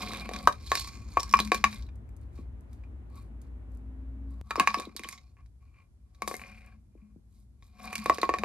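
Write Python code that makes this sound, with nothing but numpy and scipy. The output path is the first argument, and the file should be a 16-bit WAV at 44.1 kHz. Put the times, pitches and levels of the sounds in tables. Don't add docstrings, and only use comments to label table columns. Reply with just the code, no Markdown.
import sys
import numpy as np
from scipy import signal
from scipy.fft import rfft, irfft, next_fast_len
from scipy.io import wavfile
from scipy.ndimage import map_coordinates

SR = 44100
rng = np.random.default_rng(int(sys.argv[2]) if len(sys.argv) > 2 else 0)


def output_pcm(signal):
    pcm = np.clip(np.atleast_2d(signal).T, -1, 1) * 32767
    wavfile.write(sys.argv[1], SR, np.round(pcm).astype(np.int16))


def linear_from_db(decibels):
    return 10 ** (np.asarray(decibels, float) / 20)


N = 372204
SCENE_CHANGE_S = 4.413

# time_s, rumble_db, wash_db
TRAFFIC_LEVELS = [
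    [(0.0, -54, -52), (0.47, -40.5, -60), (4.26, -45, -59), (4.41, -46.5, -61)],
    [(4.42, -48, -76.5), (5.06, -52, -75), (7.57, -52, -75.5), (8.44, -47.5, -77)],
]
# time_s, pitch_hz, level_db
ENGINE_DRONE = [(0.0, 55.0, -48.5), (1.98, 62.4, -49.5), (2.33, 51.8, -51.5), (4.41, 61.0, -41.5)]
# time_s, pitch_hz, level_db
GEAR_WHINE = [(2.5, 233.8, -82), (3.6, 253.5, -63.5), (4.324, 271.3, -53.5), (4.41, 266, -72.5)]
# freq_hz, density_db
RUMBLE_SPECTRUM = [(15, -36), (28, -11), (59, 0.5), (91, -15), (114, -18), (164, -27), (200, -30.5),
                   (260, -59.5), (440, -120)]
WASH_SPECTRUM = [(59, -32.5), (100, -2.5), (166, -34), (241, -11), (461, -24.5), (1010, -32), (2260, -41),
                 (4000, -54.5), (5200, -86.5), (8800, -120)]
MIC_HISS_SPECTRUM = [(1500, -8), (4000, -4), (9000, -3.5), (11500, -1.5), (13500, -20)]
# freq_hz, left_right_likeness
FAR_LIKENESS = [(60, 1), (380, 0.5), (2380, -0.34), (15000, -0.05)]
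# freq_hz, left_minus_right_db
FAR_TILT = [(60, 2), (200, 1), (380, 1), (700, 3.5), (1800, 0.5), (4400, -4.5), (8120, -5), (15000, 5)]

# freq_hz, width_hz, level_db
MOUTH_MODES = [(211, 7, 0)]
HOLLOW_MODES = [(212.3, 21, 0)]
BARREL_MODES = [(380, 390, 6.5), (560, 43, -3.5), (732.9, 19, -0.5)]
BELLY_MODES = [(430, 170, -9), (523, 180, -4), (732, 31, -12), (684, 1400, 9)]
RING_MODES = [(1079, 34, -7), (1122, 38, -3), (1165, 130, -14), (973, 57, -26.5), (1294.6, 810, -13.5)]
WALL_MODES = [(1735, 150, -11), (2150, 170, -9.5), (2380, 190, 0.5), (1898, 280, -9.5)]
SCRAPE_MODES = [(1670, 150, -11.5), (2150, 80, -11), (2381, 110, -2.5)]
TICK_MODES = [(3930, 670, 2.5), (3890, 150, -6.5), (4580, 230, -6), (4770, 600, -2.5), (5540, 350, -2.5),
              (6390, 408, -5)]
SLIDE_MODES = [(4330, 130, -3), (4800, 220, -4), (5430, 260, -2), (6600, 700, 0)]
SNAP_MODES = [(7100, 2200, -1.5), (9000, 1800, 4), (11300, 1900, -6.5)]

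# peak_s, swell_s, fade_s, strength_db, dryness_db
SLUMPS = [(0.03, 0.6, 0.29, -41, -1), (.344, 0.082, 0.27, -46, -0.5), (0.789, 0.16, 0.14, -47.5, 7.5),
          (.95, 0.24, 0.12, -58, 0.5), (1.22, 0.18, 0.12, -55, 3.5), (1.407, 0.14, 0.13, -48.5, 1.5),
          (1.54, 0.018, 0.071, -40, 0.5), (1.719, .12, 0.13, -54, 5.5), (4.513, 0.04, 0.087, -61.5, -2.5),
          (4.612, 0.051, 0.048, -31, -14), (4.69, 0.024, 0.045, -36.5, -4.5),
          (4.764, 0.28, 0.13, -44.5, -3.5), (5.0, 0.094, 0.32, -66, 2.5), (5.113, 0.13, 0.072, -54, 2),
          (6.299, 0.043, 0.17, -61, 19), (6.42, 0.26, 0.28, -56, -3), (6.685, 0.23, 0.081, -60.5, -11.5),
          (7.872, 0.11, 0.2, -49, -1), (8.107, 0.33, 0.1, -52.5, 2), (8.236, 0.21, 0.15, -47, -3.5),
          (8.32, 0.054, 0.29, -49, -6.5)]
# peak_s, swell_s, fade_s, strength_db, dryness_db
BRUSHES = [(2.22, 0.034, 0.055, -81.5, 6), (2.38, 0.064, .06, -66, 1.5), (2.739, 0.072, 0.094, -80.5, 6.5),
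           (3.177, 0.077, 0.086, -62.5, -2), (3.442, 0.044, 0.098, -82, 4.5), (3.551, 0.25, .9, -86.5, -23),
           (3.746, 0.05, 0.07, -91.5, 11.5), (4.325, 0.071, 0.088, -77.5, 0.5),
           (5.388, 0.026, 0.057, -65, -18.5), (5.63, 0.025, 0.13, -73.5, -9), (5.8, 0.11, 0.067, -65, -11),
           (6.156, 0.038, 0.085, -82.5, 1), (7.004, 0.095, 0.16, -77.5, -15.5),
           (7.38, 0.11, 0.082, -86.5, 14), (7.643, 0.033, 0.083, -78, 8.5)]
# time_s, strength_db
ROLLING = [(0.0, -49), (0.45, -46), (0.54, -64), (1.1, -59), (1.42, -46), (1.78, -52.5), (1.9, -66),
           (5.15, -60), (5.3, -86.5), (6.18, -81.5), (6.3, -56.5), (6.75, -69), (7.68, -70.5), (7.9, -49.5),
           (8.44, -55)]
# time_s, brightness_db
SLIDE_BRIGHTNESS = [(0, 0), (.5, -2.5), (.7, 9), (1.3, 5.5), (1.5, 5), (1.8, 0.5), (4.5, -1), (5.2, 4),
                    (6.3, 0), (8.44, -0.5)]
# time_s, ring_db, wall_db
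HEAP_SEAT = [(0, -4.5, 1), (.1, -12, -3.5), (.14, 0.5, 2.5), (.45, -5.5, -2.5), (1.2, 4.5, 4.5),
             (1.8, -3.5, 2.5), (4.5, 1, -6.5), (4.8, 1.5, 0.5), (5.2, -3, 0), (6.3, -5, -5),
             (6.55, -5, 3.5), (6.62, -16, 1), (6.8, -3, 3), (7.8, -2, 0), (7.92, 0, 2), (8.04, -1, 3.5),
             (8.44, -1.5, -6)]

# start_s, peak_db
SPARKS = [(0.0174, -40), (0.0642, -46), (0.1156, -46), (0.1446, -44), (0.1715, -43), (0.3361, -40.5),
          (0.3656, -40.5), (0.4034, -49), (0.4295, -47), (2.2144, -61), (2.609, -59), (3.102, -65),
          (3.1474, -69), (3.1573, -49), (3.1877, -58.5), (3.7194, -66), (3.7503, -58.5), (3.7733, -59),
          (4.3086, -60.5), (5.1123, -43), (6.354, -35.5), (6.3669, -35), (6.5899, -62.5), (6.663, -56.5),
          (7.8326, -48), (7.8554, -42), (7.872, -46), (7.9994, -42), (8.0426, -41)]
# start_s, peak_db
TAPS = [(0.0144, -36), (0.0744, -37), (0.1166, -36), (6.4373, -35.5), (6.4613, -50), (6.488, -51),
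        (6.5076, -52), (6.5331, -55), (6.575, -57), (6.5909, -55), (6.6179, -49), (6.674, -55),
        (7.883, -41), (7.9096, -42), (7.9914, -37), (8.0222, -45)]
# start_s, peak_db, pitch_hz
CLINKS = [(.018, -36, 3780), (.034, -48.5, 3940), (.065, -41, 4700), (.1176, -32, 3830),
          (.147, -32, 4000), (.158, -36, 3930), (.172, -33, 3890), (.197, -33, 4060),
          (.2086, -39, 3750), (.387, -32, 4390), (.6434, -47, 4000), (.6629, -39, 4200),
          (.674, -35, 3830), (.7527, -18.5, 4690), (.7731, -23, 4380), (.794, -25, 4190),
          (.8097, -29.5, 4330), (1.1189, -46, 4400), (1.197, -27.5, 5500), (1.2028, -23.5, 5490),
          (1.2312, -24, 5300), (1.293, -34.5, 5250), (1.3113, -33, 5270), (1.3264, -26.5, 5480),
          (1.3526, -31.5, 5430), (1.37, -27, 5390), (1.4015, -15, 3930), (1.423, -33, 3966),
          (1.531, -29.5, 4700), (1.5764, -35.5, 3840), (1.7132, -43, 3880), (1.759, -40, 3730),
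          (1.8655, -51, 3950),
          (4.5634, -32.5, 5170), (4.7425, -24.5, 5260), (4.7856, -31, 3820), (4.8527, -36.5, 3920),
               (5.0744, -45, 3810), (5.087, -40, 4630), (5.1123, -47.5, 4590), (6.2753, -40, 4650),
               (6.2898, -36, 4930), (6.3668, -43, 4500), (6.4662, -52, 6130), (7.8186, -49.5, 4780),
               (7.846, -44, 4800), (7.9543, -31, 4610), (8.0194, -40, 4720), (8.1372, -38, 4700),
               (8.1449, -38, 4930), (8.1738, -37, 4170), (8.2155, -24.5, 4030), (8.2512, -36, 4230)]
# start_s, peak_db, pitch_hz, t60_s
PANEL_DENTS = [(.108, -30, 1170, 0.03), (.4734, -4, 1156, 0.04), (.4734, -23, 572, 0.075),
               (.4734, -16.5, 1525, 0.041), (.7173, -17, 1076, 0.051), (.7173, -29.5, 1720, 0.11),
               (1.1707, -12.5, 1025, 0.03), (1.3384, -8, 1131, 0.048), (1.3384, -19, 1547, .025),
               (1.3902, -37, 3035, 0.035), (1.6404, -10, 1140, 0.04), (1.6404, -14.5, 2220, 0.012),
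               (2.378, -56.5, 1102, 0.093), (2.378, -58.5, 2346, 0.074), (2.838, -65, 2406, .12),
               (4.5077, -27.5, 1300, 0.083), (4.5077, -31.5, 922, 0.056), (4.5077, -35, 1742, 0.049),
               (4.598, -28.5, 1664, 0.14), (4.598, -12.5, 2435, 0.023), (4.7435, -26, 1143, 0.079),
               (4.966, -38, 3930, 0.083), (5.035, -35, 2150, 0.036), (5.043, -30, 3400, 0.013),
               (5.088, -42.5, 2150, 0.045), (5.128, -42.5, 2140, 0.057), (5.178, -47, 2120, 0.043),
               (6.2203, -28.5, 2280, 0.031), (6.341, -34.5, 2150, 0.071), (7.93, -31, 2317, 0.037),
               (7.955, -22.5, 2373, 0.03), (8.059, -21, 460, 0.021), (8.059, -38, 1530, 0.027),
               (8.0971, -17, 2016, 0.017), (8.0971, -18.5, 633, 0.052), (8.1839, -32.5, 426, 0.031),
               (8.231, -20.5, 1990, 0.016), (8.231, -19, 1083, 0.1), (8.2915, -24, 1795, 0.032),
               (8.339, -30, 1810, 0.044)]

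# start_s, strength_db, rim_over_db, flat_over_db, crispness_db
EARLY_BOUNCES = [(0.1348, -38, 7.5, 3.5, 6), (0.291, -37, 6, 9.5, 5.5), (.313, -35.5, -10, 10, 4.5),
                 (0.4736, -5.5, -8, -4, 6), (0.7174, -14.5, 2.5, 1, -1), (0.8735, -36.5, -2, -32, 18),
                 (1.1708, -13.5, -3.5, -5, -7.5), (1.3382, -5, -4.5, -25, -7.5),
                 (1.3902, -11.5, 1.5, -23, -1), (1.4019, -25.5, -1, 4, 14), (1.5185, -13, 2, 1.5, -1),
                 (1.5462, -25.5, 6, 1.5, 10), (1.6409, -9.5, 5, -23.5, -4)]
LATE_BOUNCES = [(4.5077, -27.5, 7, -7.5, -0.5), (4.5568, -15, -10.5, -17, 4), (4.598, -9, -6.5, -36, 8),
                (4.6739, -8, -0.5, -23, -3.5), (4.7434, -15, 0, -44, -20.5), (4.7987, -29.5, 1, 0.5, 12.5),
                (6.2205, -23, -2.5, -7.5, 9), (6.2766, -22, -3.5, -4, 19), (6.3125, -27, -3, -0.5, 2),
                (6.341, -45.5, 10.5, 15, 18), (8.059, -20, -4.5, -4, 10), (8.0971, -7, -9.5, -6.5, -0.5),
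                (8.1837, -31.5, 7.5, 5.5, -2), (8.231, -12, -9, -3, -1.5), (8.2916, -10, -7, -7, -5),
                (8.339, -14.5, -6.5, -4, -3.5), (8.4354, -14, -3.5, -4, -10)]
# start_s, strength_db, weight_db, crispness_db
PELLETS = [(.336, -33.5, 2.5, -18.5), (0.362, -36, 7, -20), (0.5252, -39.5, 5, -3), (0.7538, -28, 9.5, 4),
           (0.7735, -48.5, 21, 13.5), (.7966, -32, -3, 7), (1.1978, -32.5, -19, -8), (1.231, -43.5, 2, 5.5),
           (1.3009, -46, 0, 1), (1.4483, -37, -7, 0), (1.4752, -40, 2, 0), (1.7279, -38.5, 3, -45),
           (1.8238, -49.5, -13, -15.5), (1.8885, -57.5, 9.5, -22.5), (4.8208, -42.5, 3, -10),
           (4.9648, -36, -6, 9), (4.994, -42.5, 11.5, 4), (5.0356, -40, 5, -1), (5.046, -41.5, 12.5, -11),
           (5.088, -42, 7, 14.5), (5.127, -45.5, 5, 5.5), (5.1777, -46, -16, -20), (6.3954, -56.5, 21.5, 7),
           (6.4166, -64.5, 25, 16.5), (7.9292, -44.5, 20, 13), (7.9543, -36.5, -10, 12.5),
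           (7.9803, -35, -2, 1.5), (8.1449, -40.5, -21, 7.5), (8.2174, -39.5, 1, 1), (8.386, -37, 12.5, -1)]
# start_s,
# strength_db, weight_db, crispness_db
TOUCHES = [(1.957, -81, 4.5, 24.5), (2.091, -77.5, 21, 19.5), (2.1662, -83.5, 9.5, 31), (2.73, -64, 3, 10),
           (2.837, -69, 18.5, -7), (3.416, -68.5, -7.5, 20), (4.413, -78.5, 6, -3), (5.3686, -78, 26.5, -3),
           (5.46, -65, 6.5, 1), (6.1479, -60, 1, -1), (7.6246, -53.5, 3.5, -12.5)]
# start_s, peak_db
MOUTH_SLAPS = [
    (0.36, -44),
    (0.474, -46),
    (1.391, -32),
    (1.544, -40),
    (1.64, -35.5),
    (4.681, -44),
    (6.221, -47.5),
    (7.016, -52),
    (7.979, -37.5),
    (8.387, -39),
]
# start_s, peak_db, pitch_hz
PAW_THUDS = [(2.388, -32, 188), (4.578, -21, 276), (4.602, -19.5, 201), (4.771, -27.5, 227),
             (4.789, -27, 294), (4.871, -29.5, 220), (4.952, -40.5, 237), (4.996, -34.5, 230),
             (5.052, -39.5, 259), (6.952, -42.5, 230), (7.161, -39, 164.2)]

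# freq_hz, left_minus_right_db
BOTTLE_TILT = [(110, -2.5), (200, 4), (380, 1.5), (1290, 2.4), (2380, 0.5), (4400, -3.5), (8120, -3.5),
               (15000, 2.5)]
# freq_hz, left_lead_rad
PORT_LEAD = [(0, 0), (860, -0.4), (3450, -1.0), (5170, -1.3), (5940, -2.0), (7410, -7.9), (9220, -8.3),
             (13000, -6.4)]
# time_s, left_minus_right_db
BOTTLE_PLACE = [(0.0, 0), (1.57, 2), (5.57, 0.5), (5.78, 2), (6.04, -2), (6.25, 4), (7.01, 2.5), (7.8, 3.5),
                (7.97, 0), (8.44, 0.5)]
# freq_hz, t60_s
ROOM_DECAY = [(200, 0.22), (1000, 0.13), (3000, 0.13), (10000, 0.14)]


def unit(x):
    return x / np.sqrt(np.mean(x ** 2) + 1e-20)


def along(points, hz):
    f, v = np.transpose(points)
    return np.interp(np.log(hz + 1), np.log(f + 1), v)


def curves(rows):
    s, *cols = np.transpose(rows)
    return [np.interp(np.arange(N) / SR, s, c) for c in cols]


def wobble(rate_hz):
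    knots = rng.standard_normal(int(N * rate_hz / SR) + 4)
    return map_coordinates(knots, [np.arange(N) * rate_hz / SR])


def filtered(x, response):
    m = next_fast_len(N + SR // 2)
    return irfft(rfft(x, m) * response(np.fft.rfftfreq(m, 1 / SR)), m)[..., :N]


def opposed(db):
    return linear_from_db(np.outer([.5, -.5], db))


def swells(peak_s, swell_s, fade_s, db):
    span_db = 20
    peak_s, swell_s, fade_s, db = [np.reshape(v, (-1, 1)) for v in (peak_s, swell_s, fade_s, db)]
    t = np.arange(0, N, 64) / SR
    late = t - peak_s
    away = np.where(late < 0, -late / swell_s, late / fade_s)
    power = np.sum(linear_from_db(2 * (db - span_db * (away + away ** 2) / 2)), axis=0)
    return np.interp(np.arange(N) / SR, t, 10 * np.log10(power + 1e-12))


def rung(modes, at, sizes, scatter_db, turning_db=0):
    luck = rng.standard_normal((len(at), len(modes)))
    knots = rng.standard_normal((len(modes), 70))
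    out = np.zeros(N)
    for k, (hz, width_hz, db) in enumerate(modes):
        db = db + turning_db * np.interp(at / N * 69, np.arange(70), knots[k])
        pole, turn = np.exp(-np.pi * width_hz / SR), 2 * np.pi * hz / SR
        blows = np.bincount(at, sizes * linear_from_db(db + scatter_db * luck[:, k]), N)
        out += signal.lfilter([0, np.sin(turn)], [1, -2 * pole * np.cos(turn), pole ** 2], blows)
    edges_hz = [.7 * min(modes)[0], min(1.3 * max(modes)[0], .4 * SR)]
    return signal.sosfilt(signal.butter(3, edges_hz, "band", fs=SR, output="sos"), out)


def rush(spectrum):
    def mid_side(hz):
        turn = np.arccos(np.clip(along(FAR_LIKENESS, hz), -1, 1)) / 2
        return linear_from_db(along(spectrum, hz)) * [np.cos(turn), np.sin(turn)]

    mid, side = filtered(rng.standard_normal((2, N)), mid_side)
    pair = np.array([mid + side, mid - side])
    return unit(filtered(pair, lambda hz: opposed(along(FAR_TILT, hz))))


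def traffic():
    rumble_db, wash_db = curves(TRAFFIC_LEVELS[0] + TRAFFIC_LEVELS[1])
    t = np.arange(N) / SR
    lines = 0
    for rows, flutter_db in ((ENGINE_DRONE, 2.5), (GEAR_WHINE, 1.8)):
        hz, db = curves(rows)
        on = (t > rows[0][0]) & (t < SCENE_CHANGE_S)
        tone = np.sin(2 * np.pi * np.cumsum(hz) / SR)
        lines = lines + on * 1.9 * linear_from_db(db + flutter_db * wobble(15)) * tone
    sway_db = 1.5 * wobble(3)
    bed = linear_from_db(rumble_db + sway_db) * rush(RUMBLE_SPECTRUM)
    bed = bed + linear_from_db(wash_db + 4) * rush(WASH_SPECTRUM)
    bed = bed + linear_from_db(-84) * rush(MIC_HISS_SPECTRUM)
    return bed + lines * linear_from_db([[.8], [-.8]])


def tumble():
    *shape, heap_db, dry_db = np.transpose(SLUMPS + BRUSHES)
    kibble = np.arange(len(dry_db)) < len(SLUMPS)
    long_slump_s = 0.33
    kibble_belly_db = -0.5 - 0.79 * dry_db + 20 * np.log10(shape[2] / long_slump_s)
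    clatter_db = swells(*shape, heap_db)
    tick_db = swells(*shape, heap_db + np.minimum(dry_db, 10))
    snap_db = swells(*shape, heap_db + np.where(kibble, -12 + dry_db, -5.5 + 1.35 * dry_db))
    belly_db = swells(*shape, heap_db + np.where(kibble, kibble_belly_db, -11))

    s, blow_db = np.transpose(EARLY_BOUNCES + LATE_BOUNCES)[:2]
    delay_s, fade_s = 0.0086, 0.02
    shaken = linear_from_db(swells(s + delay_s, delay_s, fade_s, blow_db - 23))
    ring_db = 20 * np.log10(np.hypot(shaken, linear_from_db(swells(*shape, heap_db + 8))))

    (air_db,), (bright_db,) = curves(ROLLING), curves(SLIDE_BRIGHTNESS)
    seat_ring_db, seat_wall_db = curves(HEAP_SEAT)
    at = (rng.random(20000) * (N - 1)).astype(int)
    clumps = linear_from_db(2.2 * (.5 * wobble(55) + 1.1 * wobble(150)))[at]
    grit_db = 1.5 * wobble(45)
    layers = [(RING_MODES[:3], ring_db + seat_ring_db - 7, 2.2),
              (SCRAPE_MODES, clatter_db + seat_wall_db - 3, 2.4),
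              (SNAP_MODES, snap_db + 0.37 + grit_db, 2.5),
              (HOLLOW_MODES, air_db, 3),
              (BARREL_MODES, belly_db - 1.5, 1.5),
              (TICK_MODES[:4], tick_db - bright_db - 8, 2.3),
              (SLIDE_MODES, tick_db + bright_db - 7.5, 2.1)]
    out = 0
    for modes, db, uneven_db in layers:
        signs = np.sign(rng.random(len(at)) - .5)
        sizes = signs * linear_from_db(uneven_db * np.minimum(rng.exponential(size=len(at)), 6))
        out = out + linear_from_db(db) * unit(rung(modes, at, sizes * clumps, scatter_db=5, turning_db=3))
    t, restart_s = np.arange(N) / SR, 4.47
    onset = np.clip((t - SCENE_CHANGE_S) / (restart_s - SCENE_CHANGE_S), 0, 1) ** 2
    return out * np.where(t < SCENE_CHANGE_S, 1, onset)


def flicks():
    out = 0
    for rows, modes, trim_db in ((SPARKS, SNAP_MODES, 2), (TAPS, SCRAPE_MODES[1:], 1.5)):
        s, db = np.transpose(rows)
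        out = out + rung(modes, np.round(s * SR).astype(int), linear_from_db(db + trim_db), 3)
    return out


def clinks():
    out, t = np.zeros(N + SR), np.arange(SR // 5) / SR
    rows = CLINKS
    clink_db, clink_t60_s = -1, 0.023
    notes = PANEL_DENTS + [(s, db + clink_db, hz, clink_t60_s) for s, db, hz in rows]
    for s, db, hz, t60_s in notes:
        way = np.sign(hz - 1400)
        wander_rad = 2.2 * hz / SR * np.cumsum(rng.standard_normal(len(t)))
        envelope = linear_from_db(db - 60 * t / t60_s) * (1 - np.exp(-t / .0004))
        out[round(s * SR):][:len(t)] += way * envelope * np.sin(2 * np.pi * hz * t + wander_rad)
    s, db, _ = np.transpose(rows)
    skip = np.arange(6)
    at = s[:, None] * SR + 70 * (rng.random((len(s), 6)) + skip)
    at = np.round(at).astype(int) - 35
    skip_db = db[:, None] - 12 - 4.5 * skip
    return out[:N] + rung(SNAP_MODES, at.ravel(), linear_from_db(skip_db).ravel(), 2.3)


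def contacts():
    s, db, rim, flat, crisp = np.transpose(EARLY_BOUNCES + LATE_BOUNCES)
    hard_db = db + rim
    floor = [s, hard_db, db, db + flat, hard_db - 14 + 0.43 * crisp, hard_db - 16 + crisp]
    s, db, weight, crisp = np.transpose(PELLETS + TOUCHES)
    heavy_db = db + weight
    light = [s, heavy_db, heavy_db - 8, heavy_db - 15, db, db + crisp]
    return np.hstack([floor, light])


def knocks():
    s, *levels_db = contacts()
    luck = rng.random((len(s), 2, 7))
    late_s = .009 * luck[:, 0] ** 2 * (np.arange(7) > 0)
    at = np.clip(np.round((s[:, None] + late_s) * SR).astype(int), 0, N - 1).ravel()
    signs = np.where(late_s > 0, np.sign(luck[:, 1] - .5), 1)
    # modes, trim_db, chatter_db, chatter_fade_db_per_s
    families = [(WALL_MODES, -4, -10, 900), (RING_MODES, -6, -13, 900), (BELLY_MODES, -3, -16, 900),
                (TICK_MODES, -5, -3, 600), (SNAP_MODES, -7.5, 0.5, 600)]
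    out = 0
    for (modes, trim_db, chatter_db, fade_db), db in zip(families, levels_db):
        sizes = signs * linear_from_db(db[:, None] + trim_db + (late_s > 0) * (chatter_db - fade_db * late_s))
        out = rung(modes, at, sizes.ravel(), 2.5) - out
    return out


def booms():
    s, db = np.transpose(MOUTH_SLAPS)
    return rung(MOUTH_MODES, np.round(s * SR).astype(int), linear_from_db(db + 2.5), 0)


def paws():
    out, t = np.zeros(N + SR), np.arange(SR // 10) / SR
    for s, db, hz in PAW_THUDS:
        cycles = hz * (.8 * t + .007 * (1 - np.exp(-t / .004)))
        envelope = linear_from_db(db - 60 * t / 0.042) * (1 - np.exp(-t / 0.002))
        out[round(s * SR):][:len(t)] += envelope * np.sin(2 * np.pi * cycles)
    return out[:N]


def room(x):
    hz, t, z = signal.stft(rng.standard_normal((2, SR // 2)), SR, nperseg=256)
    decay = linear_from_db(-60 * t / along(ROOM_DECAY, hz)[:, None])
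    tail = signal.istft(z * decay, SR, nperseg=256)[1]
    delayed = np.pad(x, ((0, 0), (200, 0)))
    return signal.fftconvolve(delayed, tail / np.linalg.norm(tail[0]), axes=1)[:, :N]


def scene():
    lead_hz, lead_rad = np.transpose(PORT_LEAD)
    lead = np.transpose([lead_hz, np.unwrap(lead_rad)])

    def ports(hz):
        return opposed(along(BOTTLE_TILT, hz)) * np.exp(1j * np.outer([.5, -.5], along(lead, hz)))

    near = filtered(knocks() + booms() + tumble() + paws() + clinks() + flicks(), ports)
    side_db, = curves(BOTTLE_PLACE)
    near = near * opposed(side_db - side_db.mean())
    return near + linear_from_db(-10) * room(near) + traffic()


def band_limit(x):
    return signal.sosfilt(signal.butter(12, 16330, fs=SR, output="sos"), x)


def record(dry):
    def edges(hz):
        low_cut = (1j * hz / 45) ** 8 / (1 + 1j * hz / 45) ** 8
        low_lift = 12 / (1 + 11 * np.tanh(hz / 150) ** 2)
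        return low_cut * low_lift / (1 + (hz / 15200) ** 24)

    heard = filtered(dry, edges)
    heard = heard / (1 + np.abs(heard / .9) ** 4) ** .25
    return band_limit(heard)


dry = scene()
out = record(dry)
output_pcm(out)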